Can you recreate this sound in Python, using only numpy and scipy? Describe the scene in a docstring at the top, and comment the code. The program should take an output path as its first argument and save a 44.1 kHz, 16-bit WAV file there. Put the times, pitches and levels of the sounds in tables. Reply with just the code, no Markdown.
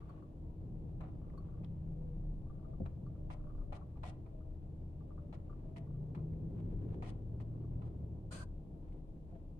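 """Clothes are pressed with a steam iron on a padded board: noise bands and wavering tones make the traffic
beyond the walls and a steady hum throughout. From the start water simmers as ringing bubbles in the vents
and the soleplate rubs the cloth in noise; from 1 s drops spit, as bursts of coloured noise that die away.
The board is bumped at 2.8 s, in damped modes; at 8.3 s a jet of steam blows, noise with a whistle,
and at 9.3 s the iron is stood on its heel, with a thud and a ring."""
import sys
import numpy as np
from scipy import signal
from scipy.fft import rfft, irfft
from scipy.io import wavfile

SR = 44100
rng = np.random.default_rng(int(sys.argv[2]) if len(sys.argv) > 2 else 0)


def master_out(mix):
    """Clip the mix to full scale and print it as 16-bit PCM to the path in sys.argv[1]."""
    frames = np.transpose(np.atleast_2d(mix))
    ceiling = np.clip(frames, -1, 1)
    pcm = np.round(ceiling * 32767).astype(np.int16)
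    wavfile.write(sys.argv[1], SR, pcm)


N = 423051
TIME, BINS = np.arange(N) / SR, np.fft.rfftfreq(N, 1 / SR)

# correlation of the two ears for the background: f/Hz, correlation
STREET_CORRELATION = [(30, .93), (75, 0.97), (140, 0.88), (280, 0.88), (500, 0.51), (800, 0.18),
                      (1300, -0.16), (2500, -0.064), (15000, -0.072)]
# correlation of the two ears for steam and cloth: f/Hz, correlation
STEAM_CORRELATION = [(200, 0.83), (400, 1), (700, 0.1), (1350, -.33), (2500, -0), (6000, 0)]


def amp(db):
    """Level to amplitude ratio: 20 dB is a factor of ten."""
    return 10 ** (np.asarray(db) / 20)


def unit(x):
    """Normalisation to a root-mean-square value of 1."""
    return x / np.sqrt(np.mean(x ** 2) + 1e-30)


def read(points, hz):
    """Linear interpolation of a table along a log-frequency axis."""
    f, value = np.transpose(points)
    return np.interp(np.log(hz + 1), np.log(f + 1), value)


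def level(s, db):
    """An amplitude envelope linear in dB between points, silent outside them."""
    return amp(np.interp(TIME, s, db)) * (TIME >= s[0]) * (TIME <= s[-1])


def add(mix, s, sound):
    """Superposition: a sound is summed into the mix from a given moment."""
    part = mix[..., round(s * SR):][..., :sound.shape[-1]]
    part += sound[..., :part.shape[-1]]


def noise(gain, correlation):
    """Filtered noise of rms 1, its channels correlated by sharing part of one random spectrum."""
    first, other = rfft(rng.standard_normal((2, N)))
    shared = np.clip(read(correlation, BINS), -1, 1)
    second = shared * first + np.sqrt(1 - shared ** 2) * other
    return unit(irfft(np.array([first, second]) * gain, N))


def coloured(spectrum, correlation):
    """Noise whose spectral density follows a table in dB."""
    return noise(amp(read(spectrum, BINS)), correlation)


def drift(rate_hz):
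    """A random modulation of rms 1: noise through a Gaussian low-pass."""
    lowpass = np.exp(-(BINS / rate_hz) ** 2)
    return unit(irfft(rfft(rng.standard_normal(N)) * lowpass, N))


def resonances(modes):
    """The summed gain of peaks, each at half its amplitude one width from its centre."""
    return sum(amp(db) / (1 + ((BINS - hz) / width) ** 2) for hz, width, db in modes)


def tone(hz, waver):
    """A sine of rms 1: phase is the integral of frequency, wandering by waver radians rms."""
    cycles = np.cumsum(hz * np.ones(N)) / SR + rng.random()
    return np.sqrt(2) * np.sin(2 * np.pi * cycles + waver * drift(9.2))


def fuzzy(phase, width_hz):
    """Narrow-band noise: a carrier modulated in quadrature by two random drifts, apart for each ear."""
    ears = [drift(width_hz) * np.cos(phase) + drift(width_hz) * np.sin(phase) for ear in range(2)]
    return unit(np.array(ears))


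def swells(rows):
    """The power of bell-shaped swells, summed as for incoherent sources."""
    return sum(amp(db) ** 2 * np.exp(-((TIME - s) / half) ** 2) for s, half, db in rows)


def still_air():
    """Broadband noise of constant power stands for the still air."""
    # colour: f/Hz, relative density/dB
    air_colour = [(100, 0), (1500, -7), (2600, 4.5), (4000, 0), (5200, -3.5), (9000, -4.5), (11500, -7.5),
                  (15500, -8.5)]
    return amp(-88) * coloured(air_colour, STREET_CORRELATION)


def deep_rumble():
    """Low-frequency noise, its surges adding in power to a constant floor."""
    # colour: f/Hz, relative density/dB
    rumble_colour = [(5, -14), (18, 1.5), (27, 4.5), (35, 13), (46, -8), (60, -21.5), (150, -75)]
    # swells: middle t/s, half-length/s, relative peak level/dB
    surges = [(2.3, .4, -45.5), (3.57, .22, -42), (6.75, 0.063, -42), (9.3, .04, -50)]
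    floor_db = -52
    envelope = np.sqrt(amp(floor_db) ** 2 + swells(surges))
    return envelope * coloured(rumble_colour, STREET_CORRELATION) * amp(1.2 * drift(6))


def traffic():
    """Street noise in bands: a drone, tyre rush tied to its level, and roars peaking as vehicles pass."""
    # loudness of the street: t/s, relative level/dB
    loudness = [(0, -51), (.3, -50), (.85, -45), (1.35, -46), (2, -46.5), (2.6, -49.5), (3, -45.5),
                (3.4, -49), (4.4, -51.5), (5.6, -48), (6.2, -45), (6.8, -43.5), (7.3, -46), (7.8, -44),
                (8.5, -48.5), (9.1, -51.5), (9.59, -52)]
    # colours of drone, rush and passing vehicle: f/Hz, relative density/dB
    drone_colour, rush_colour, roar_colour = [(35, -32.5), (55, 1), (72, 3), (95, 0), (125, -2),
                                              (160, -2.5), (190, -4), (230, -17.5), (320, -23), (700, -74)], [(100, -7.5), (200, 2), (260, 1.5), (340, -1),
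                                                             (420, -4), (520, -6), (600, -8), (750, -13),
                                                             (1000, -21), (1400, -33.5), (2200, -42),
                                                             (4000, -48.5), (8000, -66.5)], [(70, -22), (120, -2), (190, 3),
                                                                           (270, 4), (400, 1), (520, -9),
                                                                           (620, -22), (1500, -59)]
    # vehicles going by: nearest t/s, relative peak level/dB, time to come/s, time to go/s
    vehicles = [(.75, -58.5, .3, .3), (6.75, -51, .55, .45), (7.8, -61, .3, .4)]
    rush_db, rush_follow, usual_db = -58.5, 0.4, -47  # rush follows the drone by a share of its dB

    street_db = np.interp(TIME, *np.transpose(loudness))
    drone = amp(street_db - 2.5) * coloured(drone_colour, STREET_CORRELATION)
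    rush_gain = amp(rush_db + rush_follow * (street_db - usual_db))
    rush = rush_gain * coloured(rush_colour, STREET_CORRELATION)
    passing = 0
    for s, db, come, go in vehicles:
        passing = passing + amp(db) / (1 + ((TIME - s) / np.where(TIME < s, come, go)) ** 2)
    roar = passing * coloured(roar_colour, STREET_CORRELATION)
    return drone + (rush + roar) * amp(1.1 * drift(25))


def engine(rows, orders_db):
    """Harmonics of the firing rate, weighted by the frequency-dependent transmission of the walls."""
    # transmission of the walls: f/Hz, relative level/dB
    wall_gain = [(50, -15.5), (69, 0), (82, 0.5), (90, -9), (100, -4), (117, -2), (135, -5.5), (148, 0.5),
                 (166, -1), (180, -10), (230, -18)]
    s, hz, db = np.transpose(rows)
    firing = np.interp(TIME, s, hz)
    fade = np.clip(np.minimum(TIME - s[0], s[-1] - TIME) / 0.15, 0, 1)
    exhaust = 0
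    for order, order_db in enumerate(orders_db, 2):
        gain = amp(order_db + read(wall_gain, order * firing) + 1.5 * drift(2.1))
        exhaust = exhaust + gain * tone(order * firing, .35)
    return fade * level(s, db) * exhaust


def street_engines():
    """Two harmonic sources in the street, each gliding with its own engine speed."""
    # courses: t/s, firing rate f/Hz, relative level/dB
    near_course, far_course = [(.3, 30.4, -59), (.7, 31.57, -49.5), (1.3, 33.09, -58.5),
                               (1.6, 33.35, -44.5), (2.1, 31.05, -49), (2.7, 28.79, -54), (3, 27.01, -48),
                               (3.6, 24.86, -54), (5, 26.87, -52.5), (5.7, 28.3, -55.5), (5.95, 29.5, -45),
                               (6.6, 33.13, -47), (7.1, 31.2, -51)], [(6.4, 33.36, -54.5), (6.7, 34.52, -45.5),
                                                    (7.2, 37.38, -50), (7.85, 39.56, -43),
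                                                    (8.15, 36.88, -53), (8.6, 34.4, -47.5)]
    # strength of each order from the second up: relative level/dB
    near_orders, far_orders = [-13.5, -1.5, -1, -0.5, -8], [-10, 1.5, -10, -9.5]
    return engine(near_course, near_orders) + engine(far_course, far_orders)


def steady_hum():
    """Sustained sines of constant amplitude, their phases wandering slightly."""
    # f/Hz, rms level/dB
    hum_tones = [(78.1, -60.5), (119.8, -66.5), (156.1, -61.5), (312.2, -65)]
    return sum(amp(db) * tone(hz, 0.18) for hz, db in hum_tones)


def far_whine():
    """A narrow noise band with gliding centre frequency, faded in and out."""
    # start t/s, length/s, first f/Hz, last f/Hz, relative level/dB
    glides = [(0.411, 0.15, 930, 963, -74), (1.92, 0.27, 502, 481, -62), (2.568, .2, 650, 645, -66.5),
              (3, 0.95, 621.5, 575, -67.5), (4.249, .3, 635, 627, -67), (4.801, .75, 609.5, 565, -69),
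              (5.64, 0.2, 635, 665, -63)]
    pitch, loudness = np.zeros((2, N))
    for s, length, first_hz, last_hz, db in glides:
        progress = np.linspace(0, 1, round(length * SR))
        add(pitch, s, first_hz + (last_hz - first_hz) * progress)
        add(loudness, s, amp(db) * np.sqrt(4 * progress * (1 - progress)))
    return loudness * fuzzy(2 * np.pi * np.cumsum(pitch) / SR, width_hz=13)


def rubbing():
    """Stick-slip friction: the soleplate catches and slides on the weave, so the noise is patchy."""
    # colour: f/Hz, relative density/dB
    cloth_colour = [(200, -8), (450, 0.5), (720, 2.5), (1000, -0.5), (1300, -8), (1900, -13.5),
                    (2700, -16.5), (3600, -21.5), (5000, -31.5), (9000, -36), (14000, -56.5)]
    # strokes over cloth: middle t/s, half-length/s, relative peak level/dB
    cloth_strokes = [(.05, .15, -71.5), (1.5, 0.53, -81), (5.7, 0.13, -81), (6.59, 0.033, -69),
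                     (6.7, 0.034, -72.5), (6.88, 0.087, -69), (7.65, .25, -82.5), (8.9, .08, -77.5),
                     (9.35, .05, -75.5)]
    glide_db, lift_s = -83, 8.2  # the light rub between strokes, until the iron is lifted
    glide = amp(glide_db) * np.clip((lift_s - TIME) / 0.18, 0, 1)
    envelope = np.sqrt(glide ** 2 + swells(cloth_strokes))
    patches = amp(2.3 * drift(30) + 2.3 * drift(200))
    return envelope * coloured(cloth_colour, STEAM_CORRELATION) * patches


def board_knocks():
    """Impact excitation of damped modes over a deep thud; a soft contact spares the high modes."""
    # contacts: t/s, relative level/dB, thud relative level/dB, highest pitch excited f/Hz
    contacts = [(2.803, -40, -6, 527), (2.819, -42.5, 10, 430.7), (9.325, -57, 12, 900),
                (9.352, -58, 5, 900)]
    # modes of the padded board: f/Hz, relative level/dB, decay by 60 dB t60/s
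    board_modes = [(186.5, 7.5, 0.074), (267, -2, 0.11), (378, -6, 0.14), (455, -1, 0.073), (525, 3, 0.079),
                   (674, 5, 0.059), (832, -15, 0.099), (1100, -12, .04)]
    out, t = np.zeros((2, N)), np.arange(SR // 3) / SR
    for s, db, thud_db, top_hz in contacts:
        ring = 0
        for hz, mode_db, t60 in board_modes:
            # phases of high modes differ more between the ears
            phase = rng.random() + hz / 2500 * rng.standard_normal((2, 1))
            decay = amp(mode_db - 60 * t / t60)
            ring = ring + decay * np.sin(2 * np.pi * (hz * t + phase)) / (1 + (hz / top_hz) ** 4)
        thud = amp(thud_db - 60 * t / 0.2) * np.sin(2 * np.pi * 88 * t)
        add(out, s, amp(db) * (ring + thud) * (1 - np.exp(-t / 0.0012)))
    return out


def heel_ring():
    """Free vibration: the iron's body rings in decaying sines as it is stood up."""
    # t/s, f/Hz, relative level/dB
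    body_rings = [(9.324, 675, -56.5), (9.353, 652, -57)]
    out, t = np.zeros((2, N)), np.arange(SR // 3) / SR
    for s, hz, db in body_rings:
        add(out, s, amp(db - 60 * t / 0.17) * np.sin(2 * np.pi * hz * t) * (1 - np.exp(-t / 0.0035)))
    return out


def ticks():
    """Convolution of a brief noise scratch with the impulse response of one damped mode of hot metal."""
    # t/s, f/Hz, peak level/dB
    metal_ticks = [(1.088, 2500, -70), (1.298, 1880, -64.5), (1.645, 3200, -57), (5.764, 3000, -59),
                   (6.334, 2178, -64), (8.922, 2200, -67)]
    out, t = np.zeros((2, N)), np.arange(SR // 30) / SR
    for s, hz, db in metal_ticks:
        scratch = rng.standard_normal((2, len(t))) * np.exp(-t / 0.0033)
        mode = np.exp(-t / .0009) * np.sin(2 * np.pi * hz * t)
        ring = signal.fftconvolve(scratch, mode[None], axes=1)
        add(out, s, amp(db) * ring / abs(ring).max())
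    return out


def bubble(db, high_db):
    """Resonance under impulses: a cluster of kicks rings the vents, with a faint fizz of noise."""
    # low modes (before detuning) and high modes of the vents: f/Hz, bandwidth/Hz, relative level/dB
    low_modes, high_modes = [(1169, 60, 13.5), (1274, 69, 4), (1354, 80, -2)], [(4430, 70, 0), (4720, 90, -14), (10850, 100, -13)]
    t = np.arange(SR // 16) / SR
    delays = np.append(0, 0.014 * rng.random(4))[:, None]
    age = np.maximum(t - delays, 0)
    kicks = np.exp(-delays / 0.025) * (1 - np.exp(-age / 0.0017))
    water = 1 + 0.08 * (rng.random() - .5)  # water in the vents detunes their low modes
    out = amp(-20 + high_db / 2) * np.exp(-t / .009) * rng.standard_normal(len(t))
    for modes, gain, pitch in ((low_modes, 1, water), (high_modes, amp(high_db - 8), 1)):
        ring = 0
        for hz, width, mode_db in modes:
            decay = np.exp(-np.pi * width * age)
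            ring = ring + amp(mode_db) * kicks * decay * np.sin(2 * np.pi * hz * pitch * age)
        ring = ring.sum(0)
        out += gain * ring / abs(ring).max()
    return amp(db) * out


def sputters():
    """A random point process of bubbles at uneven gaps, each followed by a weaker, duller one."""
    # single large bubbles: t/s, relative level/dB, high ring relative level/dB
    large_bubbles = [(.0935, -56, -11.5), (.224, -58.5, -22), (1.3768, -52, -9.5), (2.498, -60.5, -32),
                     (2.648, -60, -35), (2.734, -61.5, -28), (3.0646, -59.5, -16), (3.151, -69, -33),
                     (3.496, -61, -26), (3.61, -62, -28), (3.768, -59, -28), (3.8127, -56, -36),
                     (3.9576, -65, -28), (5.007, -64.5, -30), (5.1063, -60, -35), (5.1784, -57.5, -35)]
    # bouts of simmering: start t/s, length/s, relative level of a typical bubble/dB
    bouts = [(0.018, .17, -62), (1.216, .38, -64.5), (2.467, .17, -68.5), (3.403, .19, -62.5),
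             (4.409, .04, -65.5), (5.496, .05, -62.5), (5.871, .1, -69.5), (7.538, .11, -68.5)]
    gap_s, gap_spread = .036, .25  # median gap, and spread of its natural logarithm
    size_spread_db, simmer_high_db = 2.5, -33
    out, bubbles = np.zeros((2, N)), list(large_bubbles)
    for start, length, db in bouts:
        gap, size = rng.standard_normal((2, 24))
        gaps = gap_s * np.exp(gap_spread * gap)
        ages = np.cumsum(gaps) - gaps[0]
        for age, z in zip(ages, size):
            if age < length:
                bubbles.append((start + age, db + size_spread_db * z, simmer_high_db))
    for s, db, high_db in bubbles:
        lag = rng.uniform(.018, .05)
        for ear in out:
            add(ear, s, bubble(db, high_db))
            add(ear, s + lag, bubble(db - 19, high_db - 11.5))
    return out


def spits():
    """Flash boiling: a drop bursts with a pop and sizzles away, while hiss swells until the water is gone."""
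    # drops: t/s, length/s, then relative level/dB of the low puff, the sizzle and the hiss
    drops = [(1.004, 0.022, -52.5, -74, -93), (1.031, 0.066, -61.5, -77.5, -95),
             (1.635, 0.015, -64, -71, -83), (2.855, 0.015, -57, -72, -84), (3.301, 0.039, -52, -63, -69.5),
             (3.722, 0.048, -50.5, -64, -70.5), (3.968, 0.0091, -66, -78, -95),
             (4.031, 0.071, -50, -61, -65), (4.26, 0.033, -66.5, -91, -98),
             (5.325, 0.029, -54.5, -66.5, -75), (5.761, 0.025, -62.5, -63, -71),
             (6.147, 0.014, -56, -68, -84), (6.174, .028, -66.5, -81.5, -99),
             (7.023, 0.081, -52.5, -61.5, -67), (7.399, 0.023, -59.5, -70.5, -75.5),
             (7.816, 0.065, -62.5, -82, -85.5), (8.924, 0.0086, -84, -91, -79.5)]
    # colours: f/Hz, relative density/dB
    pop_colour, puff_colour = [(400, -12.5), (650, 8), (1150, 7), (1500, -7.5), (2200, -5.5), (3300, -17.5),
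                               (4100, -16.5), (4700, -28), (9500, -34), (12000, -43)], [(150, -37), (330, -14.5), (500, -8.5), (620, 4), (860, -3),
                                            (950, -14.5), (1030, -2.5), (1200, -10.5), (1350, -7.5),
                                            (1520, -18.5), (2500, -35.5), (6000, -68)]
    sizzle_colour, hiss_colour = [(700, -17.5), (1450, -22), (1900, 5.5), (2700, -3), (3400, -10.5),
                                  (4200, -12), (5200, -29), (9000, -29.5), (15000, -49.5)], [(1200, -34), (3000, 2.5), (4400, -3.5), (5500, -6),
                                                  (7000, -10), (9200, -8.5), (10800, -21), (12500, -33),
                                                  (15500, -33)]
    pop_db, pop_peak_s = 0.5, 0.0042  # level against the tabled puff, and time to its top
    pop, puff, sizzle, hiss = np.zeros((4, N))
    t = np.arange(SR // 4) / SR
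    for s, length, puff_db, sizzle_db, hiss_db in drops:
        progress = np.minimum(t / length, 1)
        onset, after = 1 - np.exp(-t / 0.00068), np.maximum(t - length, 0)
        add(pop, s, amp(puff_db + pop_db) * t / pop_peak_s * np.exp(1 - t / pop_peak_s))
        add(puff, s, onset * amp(puff_db - 2.0 - 6 * progress) * np.exp(-after / 0.025))
        add(sizzle, s, onset * amp(sizzle_db - .5 - 6.4 * progress) * np.exp(-after / .0072))
        add(hiss, s, onset * amp(hiss_db - 9 * (1 - progress) ** 2) * np.exp(-after / .002))
    steam = pop * coloured(pop_colour, STEAM_CORRELATION)
    steam += puff * coloured(puff_colour, STEAM_CORRELATION)
    steam += sizzle * coloured(sizzle_colour, STEAM_CORRELATION)
    steam += hiss * coloured(hiss_colour, STEAM_CORRELATION)
    return steam * amp(2.1 * drift(250))


def jet():
    """Jet noise and vent resonance, with a whistle whose pure core sags as the pressure runs out."""
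    # colour of the blast: f/Hz, relative density/dB
    blast_colour = [(300, -20), (600, 16.5), (850, -1), (1100, 9), (1550, 2), (1900, -0.5), (2600, -1.5),
                    (3700, -3.5), (4800, -7), (5800, -8), (7500, -4), (9300, -5.5), (11500, -20),
                    (15500, -25)]
    # vent modes: f/Hz, half-width at half amplitude/Hz, relative level/dB
    blast_modes = [(2620, 60, -9), (2980, 110, -8), (4040, 56, -4), (4440, 55, 2), (4830, 150, -5),
                   (6000, 70, -7), (6280, 65, -7), (6790, 60, -6), (7120, 50, -2), (8550, 92, 3.5),
                   (9210, 35, -9)]
    start_s, length_s, rise_s, stop_s = 8.307, .131, .016, .004  # pressure builds, bleeds, collapses
    blast_db, fade_db_per_s = -56, -88  # relative level and its slope
    whistle_hz, whistle_db, whistle_rise_s = 1542, -58.5, 0.0034  # final pitch before any sag
    scoop_hz, scoop_s = 303, 0.0091  # the whistle starts this far flat
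    sag_after_s, sag_hz_per_s, sag_db = .09, 13300, 5  # and its core falls, a little louder

    age = np.clip(TIME - start_s, 0, 2 * length_s)
    flow = np.exp(-np.maximum(age - length_s, 0) / stop_s)
    turbulence = amp(3.5) * coloured(blast_colour, STEAM_CORRELATION)
    ringing = amp(-1.5) * noise(resonances(blast_modes), STEAM_CORRELATION)
    pressure_db = blast_db + fade_db_per_s * np.maximum(age - rise_s, 0)
    blast = (turbulence + ringing) * np.minimum(age / rise_s, 1) * amp(pressure_db + .89 * drift(150))

    vent_hz = whistle_hz - scoop_hz * np.exp(-age / scoop_s)
    phase = 2 * np.pi * np.cumsum(vent_hz) / SR
    sag = np.maximum(age - sag_after_s, 0)
    core = np.array([tone(vent_hz - sag_hz_per_s * sag, 0.5) for ear in range(2)])
    core *= amp(sag_db * np.minimum(sag / .01, 1))
    whistle = amp(-5 + 2.5 * drift(90)) * core
    whistle += amp(-1.5) * fuzzy(phase, width_hz=78)
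    whistle += amp(-6.5) * fuzzy(.69 * phase, width_hz=84)  # weaker lower partner
    return flow * (blast + amp(whistle_db) * np.minimum(age / whistle_rise_s, 1) * whistle)


def reflected(x):
    """Comb filtering: early echoes from board, wall and door ripple the spectrum apart at each ear."""
    # one row an ear, one column a reflection: delay/s
    echo_delays = [(.0023, .0041, .0058, 0.012), (0.00121, 0.0041, .0062, 0.0082)]
    # strength of each reflection in turn: relative level/dB
    echo_levels = [-12.5, -15, -11.5, -14.5]
    out = x.copy()
    for ear, sound, delays in zip(out, x, echo_delays):
        for s, db in zip(delays, echo_levels):
            add(ear, s, amp(db) * sound)
    return out


def room(x):
    """Diffuse reverberation: convolution with noise that decays exponentially, band by band."""
    # f/Hz, decay by 60 dB t60/s
    decay_times = [(100, 0.25), (700, 0.47), (2500, 0.3), (6000, 0.15), (14000, 0.11)]
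    hz, t, z = signal.stft(rng.standard_normal((2, SR // 2)), SR, nperseg=256)
    decay = amp(-60 * t / read(decay_times, hz)[:, None])
    build_up = 1 - np.exp(-t / 0.013)
    tail = signal.istft(z * decay * build_up, SR, nperseg=256)[1]
    return signal.fftconvolve(x, tail / np.linalg.norm(tail[0]), axes=1)[:, :N]


def scene():
    """Superposition of the street, the direct and reflected iron, and its reverberation."""
    street = still_air() + deep_rumble() + traffic() + street_engines() + steady_hum() + far_whine()
    iron = rubbing() + board_knocks() + heel_ring() + ticks() + sputters()
    iron += amp(-1) * reflected(spits())
    blast = amp(-1) * reflected(jet())
    return iron + blast + room(amp(-18.5) * iron + amp(-28) * blast) + street


def record(dry):
    """Interaural level difference by frequency, then a linear-phase low-pass as the band limit."""
    # left minus right: f/Hz, level difference/dB
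    left_lean = [(30, 2), (130, .8), (300, 1.5), (650, 2), (1300, 2.5), (2500, 1.5), (4400, 1), (8000, 1),
                 (15000, -.5)]
    edge_hz = 15500
    ends = signal.windows.tukey(N, .001)  # short fades at both ends
    lean = amp(np.array([[.5], [-.5]]) * read(left_lean, BINS))
    heard = irfft(rfft(dry * ends) * lean, N)
    lowpass = signal.firwin(511, edge_hz, window=("kaiser", 9), fs=SR)
    return signal.oaconvolve(heard, lowpass[None], "same")


dry = scene()
out = record(dry)
master_out(out)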